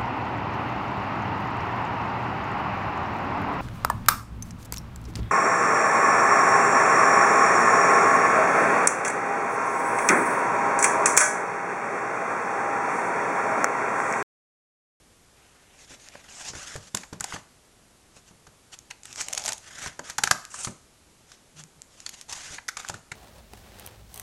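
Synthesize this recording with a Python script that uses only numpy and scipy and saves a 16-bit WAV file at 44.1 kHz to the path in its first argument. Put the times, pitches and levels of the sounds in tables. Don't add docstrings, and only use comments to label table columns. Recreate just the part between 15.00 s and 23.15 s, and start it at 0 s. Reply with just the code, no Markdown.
import sys
import numpy as np
from scipy import signal
from scipy.fft import rfft, irfft
from scipy.io import wavfile
from scipy.ndimage import uniform_filter1d, map_coordinates

SR = 44100
rng = np.random.default_rng(int(sys.argv[2]) if len(sys.argv) > 2 else 0)


def int16_out(signal):
    q = np.round(np.clip(np.atleast_2d(signal).T, -1, 1) * 32767)
    wavfile.write(sys.argv[1], SR, q.astype(np.int16))


N = 359415
TIME = np.arange(N) / SR

# f/Hz, relative level/dB
CRACK_TONE = [(600, -20), (1800, -9), (4400, -8), (7000, -7), (8200, -10.5), (10000, -15.5), (12000, -19)]
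# start/s, end/s, swell/dB,
# hiss/dB, rustle/dB, catches against the hiss/dB, swish/dB, swish f/Hz
PAGE_SLIDES = [(0.35, 0.814, 1, -71, -61.5, 2, -72, 1710),
               (0.859, 0.935, 6.5, -48.5, -50.5, -12, -63, 2990),
               (1.045, 1.312, 0, -58, -54, -15, -69, 3060), (1.281, 1.415, 11.5, -46.5, -46, -2, -44, 6660),
               (1.438, 1.493, 2, -40.5, -42.5, -5, -39.5, 5830),
               (1.526, 1.737, 2.5, -43.5, -48, -3, -49, 1595),
               (2.207, 2.345, 13.5, -41, -41, -18, -71, 1220),
               (4.035, 4.215, 5.5, -57, -51.5, 8, -50, 6600),
               (4.163, 4.213, 2.5, -40, -40, -6, -34.5, 6260),
               (4.255, 4.504, 6.5, -42.5, -42.5, 5, -45.5, 720),
               (4.616, 4.875, 17, -40, -41.5, -1.5, -44.5, 1687),
               (5.027, 5.105, 4, -46, -46.5, -0.5, -52.5, 1506),
               (5.495, 5.605, 13, -61, -40.5, -26.5, -36, 7240),
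               (5.614, 5.641, 13, -39.5, -46.5, -9, -33.5, 7690),
               (7.28, 7.338, 4.5, -37, -42.5, 6.5, -46.5, 910),
               (7.33, 7.544, 4.5, -40.5, -46, -4.5, -50, 1793),
               (7.768, 7.941, -5, -51.5, -50, 4, -66, 1510)]


def from_db(db):
    return 10 ** (np.asarray(db) / 20)


def rms_one(x):
    return x / np.sqrt(np.mean(x ** 2) + 1e-20)


def at_hz(points, hz):
    f, value = np.transpose(points)
    return np.interp(np.log(np.maximum(hz, 1)), np.log(f), value)


def colour(x, spectrum, size=2048):
    cepstrum = irfft(np.log(from_db(at_hz(spectrum, np.fft.rfftfreq(size, 1 / SR)))))
    cepstrum[1:size // 2] *= 2
    cepstrum[size // 2 + 1:] = 0
    response = irfft(np.exp(rfft(cepstrum)))
    return signal.fftconvolve(x, response / np.linalg.norm(response))[:len(x)]


def resonate(x, hz, width_hz):
    r = np.exp(-np.pi * width_hz / SR)
    feedback = [1, -2 * r * np.cos(2 * np.pi * hz / SR), r * r]
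    return signal.lfilter(np.array([1, 0, -1]) * (1 - r * r) / 2, feedback, x + 1e-18)


def drift(per_s):
    return np.interp(TIME * per_s, np.arange(4096), rng.standard_normal(4096))


def add(out, s, sound):
    start = max(int(s * SR), 0)
    out[start:start + len(sound)] += sound[:max(N - start, 0)]


def at_level(sound, db):
    return sound * from_db(db) * np.sqrt(.009 * SR / (np.sum(sound ** 2) + 1e-20))


def still_air():
    # f/Hz, relative level/dB
    air_tone = [(20, -5), (48, 3.5), (400, -5), (2000, -13), (4500, -15), (7000, -13.5), (12000, -18.5)]
    return from_db(-57.5) * colour(rng.standard_normal(N), air_tone, size=8192)


def room(x, wet_db=-11, build_s=0.0035, size=22050):
    # f/Hz, t60/s
    decay_times = [(500, 0.34), (1400, 0.47)]
    # f/Hz, band level/dB
    tail_tone = [(500, -1), (850, 2), (1600, -4.5)]
    t, tail = np.arange(size) / SR, np.zeros(size)
    edges_hz = np.geomspace(450, 14000, 7)
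    for low, high in zip(edges_hz, edges_hz[1:]):
        bandpass = signal.butter(2, [low, high], "band", fs=SR, output="sos")
        band = signal.sosfilt(bandpass, rng.standard_normal(size))
        hz = np.sqrt(low * high)
        shape = (1 - np.exp(-(t / build_s) ** 2)) * from_db(-60 * t / at_hz(decay_times, hz))
        tail += from_db(at_hz(tail_tone, hz)) * band * shape / np.linalg.norm(shape)
    return from_db(wet_db) * signal.fftconvolve(x, tail)[:N]


def judders(slip_hz=146, unsteady=0.093, octave_db=-17, size=16384):
    # t/s, length/s, relative level/dB
    drags = [(6.531, 0.16, -47.5), (6.745, 0.067, -55)]
    out, t = np.zeros(N), np.arange(size) / SR
    phase = 2 * np.pi * np.cumsum(slip_hz * (1 + unsteady * drift(83)[:size])) / SR
    hum = np.sin(phase) + from_db(octave_db) * np.sin(2 * phase)
    for s, length, db in drags:
        stroke = np.sin(np.pi * np.minimum(t / length, 1))
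        add(out, s, from_db(db - 1) * stroke * hum)
    return out


def thumps(cycles=0.57, shudder_s=0.032, build_s=0.0065, slap_hz=370, slap_s=0.0069, size=8192):
    # t/s, level/dB, f/Hz
    landings = [(0.909, -39.5, 250), (1.152, -50, 324), (1.502, -36.5, 131), (1.553, -32.5, 95),
                (1.757, -27, 88.5), (1.947, -27, 190), (2.129, -28.5, 150), (2.205, -35.5, 109),
                (2.34, -30, 140), (3.169, -46, 149), (3.312, -43.5, 155), (3.477, -44.5, 145),
                (4.865, -33.5, 109), (4.997, -36, 199), (5.187, -34, 140), (5.238, -27.5, 150),
                (5.315, -27, 140.5), (5.674, -25, 148), (7.509, -37.5, 100), (7.899, -31, 122),
                (7.944, -35.5, 115), (8.12, -37, 115)]
    out, t = np.zeros(N), np.arange(size) / SR
    for (s, db, hz), noise in zip(landings, rng.standard_normal((len(landings), 2, size))):
        swing = np.sin(2 * np.pi * hz * t) * np.exp(-t * hz / cycles)
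        stack = rms_one(resonate(noise[0], hz, width_hz=0.53 * hz))
        shudder = from_db(-9) * stack * (1 - np.exp(-t / build_s)) * np.exp(-t / shudder_s)
        slap = from_db(-7) * rms_one(resonate(noise[1], slap_hz, slap_hz)) * np.exp(-t / slap_s)
        add(out, s - .002, from_db(db) * (swing + shudder + slap))
    return out


def page_gap(x, gap_s=0.000659, wander=0.43, echo=0.31):
    delay = gap_s * np.exp(wander * drift(7))
    delayed = map_coordinates(x, [(TIME - delay) * SR], order=3)
    return (x + echo * delayed) / np.hypot(1, echo)


def slide_speed(length_s, swell_db, attack_s=0.0194, release_s=0.028, size=32768):
    t = np.arange(size) / SR
    swell = from_db(swell_db * (np.minimum(t / length_s, 1) - 1))
    return np.minimum(t / attack_s, 1) * swell * np.exp(-np.maximum(t - length_s, 0) / release_s)


def swishes(half_width=0.24, flutter_db=3, glide=0.062, size=32768):
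    out = np.zeros(N)
    for start, end, swell, *_, db, hz in PAGE_SLIDES:
        speed = slide_speed(end - start, swell, size=size)
        phase = 2 * np.pi * np.cumsum(hz * (1 + glide * (speed - .5))) / SR
        lowpass = signal.butter(3, half_width * hz, fs=SR, output="sos")
        grain = signal.sosfilt(lowpass, rng.standard_normal((2, size)))
        band = rms_one(grain[0] * np.cos(phase) + grain[1] * np.sin(phase))
        add(out, start, from_db(db) * speed * band)
    return page_gap(out) * from_db(flutter_db * drift(200))


def strokes(brush_rustle_db=-4.5, brush_catch_db=-2):
    # middle/s, length at half height/s, hiss/dB
    brushes = [(0.816, 0.096, -52.5), (1.032, 0.061, -51), (1.844, 0.09, -52.5), (1.99, 0.1, -51),
               (3.17, 0.047, -56), (3.286, 0.039, -58), (3.734, 0.025, -42), (3.909, 0.0082, -40),
               (6.327, 0.092, -58), (6.591, 0.042, -44.5), (6.994, 0.14, -56), (7.076, 0.012, -47.5),
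               (7.172, 0.12, -53)]
    moves = [(start, slide_speed(end - start, swell), hiss, rustle, catch)
             for start, end, swell, hiss, rustle, catch, _, _ in PAGE_SLIDES]
    moves += [(s - length, np.hanning(int(2 * length * SR)), db, db + brush_rustle_db, brush_catch_db)
              for s, length, db in brushes]
    film, sheet, catching = np.zeros((3, N))
    for start, speed, hiss, rustle, catch in moves:
        add(film, start, (from_db(hiss) * speed) ** 2)
        add(sheet, start, (from_db(rustle) * speed) ** 2)
        add(catching, start, (from_db(hiss + catch) * speed) ** 2)
    return np.sqrt(film), np.sqrt(sheet), np.sqrt(catching / (film + 1e-20))


def crackle(per_s=1200, clump_db=5, size_spread_db=2.5):
    hits = rng.random(N) < per_s * from_db(clump_db * drift(60)) / SR
    sizes = from_db(size_spread_db * np.minimum(rng.exponential(1, N), 3))
    return rms_one(hits * sizes * rng.choice([-1, 1], N))


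def sliding(trim_db=-1, flutter_db=3, sheet_catch_db=-4):
    # f/Hz, relative level/dB
    hiss_tone = [(1500, -20), (3200, -10), (4400, -11.5), (6700, -4.5), (8000, -12), (9500, -16.5),
                 (12000, -28)]
    # f/Hz, relative level/dB
    rustle_tone = [(120, -8.5), (350, -12.5), (780, -1.5), (1050, -9), (1400, -3.5), (1750, -5),
                   (2200, -5.5), (2800, -4.5), (6000, -22.5)]
    hiss, rustle, catch_share = strokes()
    catches = catch_share * crackle()
    pressure = from_db(trim_db + flutter_db * drift(90))
    film = colour(rng.standard_normal(N) + catches, hiss_tone)
    sheet = colour(rng.standard_normal(N) + from_db(sheet_catch_db) * catches, rustle_tone)
    friction = pressure * (hiss * film + rustle * sheet)
    return page_gap(friction) / np.sqrt(1 + catch_share ** 2 / 2)


def pocket_ring(x, chance, width_hz):
    return resonate(x, 6400 * 2 ** (0.16 * np.clip(chance, -2, 2)), width_hz)


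def ticks(flip_s=0.000093, shiver_s=0.00076, follow_s=0.0031, size=1024):
    # t/s, level/dB
    creases = [(1.087, -43.5), (1.9492, -29.5), (1.9719, -34), (2.2005, -43), (2.2076, -28), (2.242, -29.5),
               (3.789, -43.5), (4.034, -45), (4.055, -40), (4.128, -40.5), (4.1592, -37.5), (4.2, -46),
               (4.2053, -37), (4.215, -34), (4.222, -40), (4.285, -37), (4.329, -31), (4.334, -27),
               (4.35, -33), (4.377, -26), (4.38, -29.5), (4.3962, -39), (4.421, -41), (4.439, -36),
               (4.4468, -40), (4.452, -33.5), (4.46, -28.5), (4.4645, -30.5), (4.478, -36), (4.4892, -28.5),
               (4.531, -30.5), (4.5796, -42.5), (5.1064, -41), (5.1826, -27.5), (5.2358, -23.5),
               (5.452, -39.5), (6.6377, -44.5), (6.819, -40.5), (7.003, -44), (7.0922, -35.5),
               (7.213, -40.5), (7.3263, -34), (7.6821, -35), (7.887, -32)]
    out, t = np.zeros(N), np.arange(size) / SR
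    noises = rng.standard_normal((len(creases), size))
    for (s, db), noise in zip(creases, noises):
        shape = np.exp(-t / flip_s) + from_db(-13) * np.exp(-t / shiver_s)
        for lag in follow_s * rng.random(2):
            shape += from_db(-8) * np.exp(-np.abs(t - lag) / flip_s)
        flip = signal.lfilter([1, -0.51], [1], noise * shape)
        flip += from_db(5) * pocket_ring(flip, chance=noise[-1], width_hz=1100)
        add(out, s, at_level(colour(flip, CRACK_TONE), db))
    return out


def page_knock(push, card_hz, db_per_octave=-7):
    # f/Hz, width/Hz, relative level/dB
    page_modes = [(544, 61, -13.5), (843, 260, 10.5), (1144, 110, 7), (1430, 360, 11.5), (2040, 1030, 4.5),
                  (4450, 340, 9)]
    page = np.zeros(len(push))
    for k, (hz, width, db) in enumerate(page_modes):
        gain = from_db(db + db_per_octave * abs(np.log2(hz / card_hz)))
        page += (-1) ** k * gain * resonate(push, hz, width)
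    low_cut = signal.butter(4, min(0.49 * card_hz, 700), "high", fs=SR, output="sos")
    return rms_one(signal.sosfilt(low_cut, page))


def card_tock(t, hz, noise, rise_s, cycles=0.85, wobble_rad=0.98):
    wobble = wobble_rad * rms_one(uniform_filter1d(uniform_filter1d(noise, size=48), size=48))
    envelope = 1 / (np.exp(-t / rise_s) + np.exp(t * hz / cycles))
    return rms_one(envelope * np.sin(2 * np.pi * hz * t + wobble))


def snaps(spread_s=0.0031, card_drag=0.29, settle_s=0.026, lumpy_db=4, lead_s=0.012, size=3072):
    # t/s, crack/dB, knock/dB, card f/Hz
    buckles = [(1.1539, -70, -41, 570), (1.536, -61, -42, 417), (1.7618, -39, -40, 1650),
               (1.9491, -23.5, -35, 1030), (1.9725, -34.5, -39.5, 2380), (2.036, -48, -41.5, 1760),
               (2.1321, -43, -44, 1210), (2.209, -49, -34.5, 1610), (2.2439, -33, -34, 860),
               (2.3251, -49, -34, 1240), (2.3629, -65, -35.5, 1200), (3.47, -52.5, -51.5, 1270),
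               (3.9111, -42.5, -37, 2830), (4.2102, -35, -34, 2250), (4.2851, -34, -45, 910),
               (4.4809, -27.5, -35.5, 790), (4.4925, -29.5, -40, 1640), (4.5221, -30, -41, 875),
               (4.862, -37.5, -35.5, 1420), (4.9941, -38, -33.5, 686), (5.0998, -33.5, -38, 1370),
               (5.1859, -26.5, -24, 1450), (5.238, -18, -21.5, 1590), (5.275, -29.5, -24, 1480),
               (5.3129, -16, -15, 1310), (5.543, -44, -37.5, 1260), (5.6489, -29.5, -39, 1500),
               (5.674, -50, -36, 1230), (6.3192, -47.5, -51.5, 1270), (7.0645, -34, -34.5, 4400),
               (7.585, -63, -35.5, 1680), (7.6875, -29.5, -27.5, 1770), (7.7709, -33, -35, 1590),
               (7.849, -49, -37.5, 1040), (7.8985, -34, -32, 1010), (7.943, -42, -38.5, 1320),
               (8.119, -39.5, -33.5, 2000)]
    out, t = np.zeros(N), np.arange(size) / SR - lead_s
    after = np.maximum(t, 0)
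    settling = from_db(-24) * np.exp(-after / settle_s)
    hardest_db = max(row[1] for row in buckles)
    for s, crack_db, knock_db, hz in buckles:
        slip_noise, push_noise, card_noise, lump_noise = rng.standard_normal((4, size))
        rise_s = spread_s * from_db(card_drag * np.clip(knock_db - crack_db, -20, 2))
        fall_s = 0.87 * rise_s
        swell = (t > -0.76 * rise_s) * np.exp(np.minimum(t, 0) / rise_s)
        lumps = from_db(lumpy_db * rms_one(uniform_filter1d(lump_noise, size=20)))
        slips = slip_noise * lumps * swell * (np.exp(-after / fall_s) + settling)
        slips += from_db(3) * pocket_ring(slips, chance=card_noise[0], width_hz=1440)
        slips += from_db(crack_db - hardest_db - 3) * resonate(slips, hz=11000, width_hz=2500)
        crack = at_level(colour(slips, CRACK_TONE), crack_db)
        push = push_noise * swell ** 2 * (np.exp(-after / (1.1 * fall_s)) + settling)
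        knock = page_knock(push, hz) + from_db(-1) * card_tock(t, hz, card_noise, 0.3 * rise_s)
        add(out, s - lead_s, crack + at_level(knock, knock_db))
    return out


def scene():
    binder = snaps() + ticks() + sliding() + swishes() + thumps() + judders()
    return (binder + still_air() + room(binder))[None]


def record(dry, cutoff_hz=11900):
    return signal.sosfilt(signal.ellip(10, .2, 60, cutoff_hz, fs=SR, output="sos"), dry)


dry = scene()
out = record(dry)
int16_out(out)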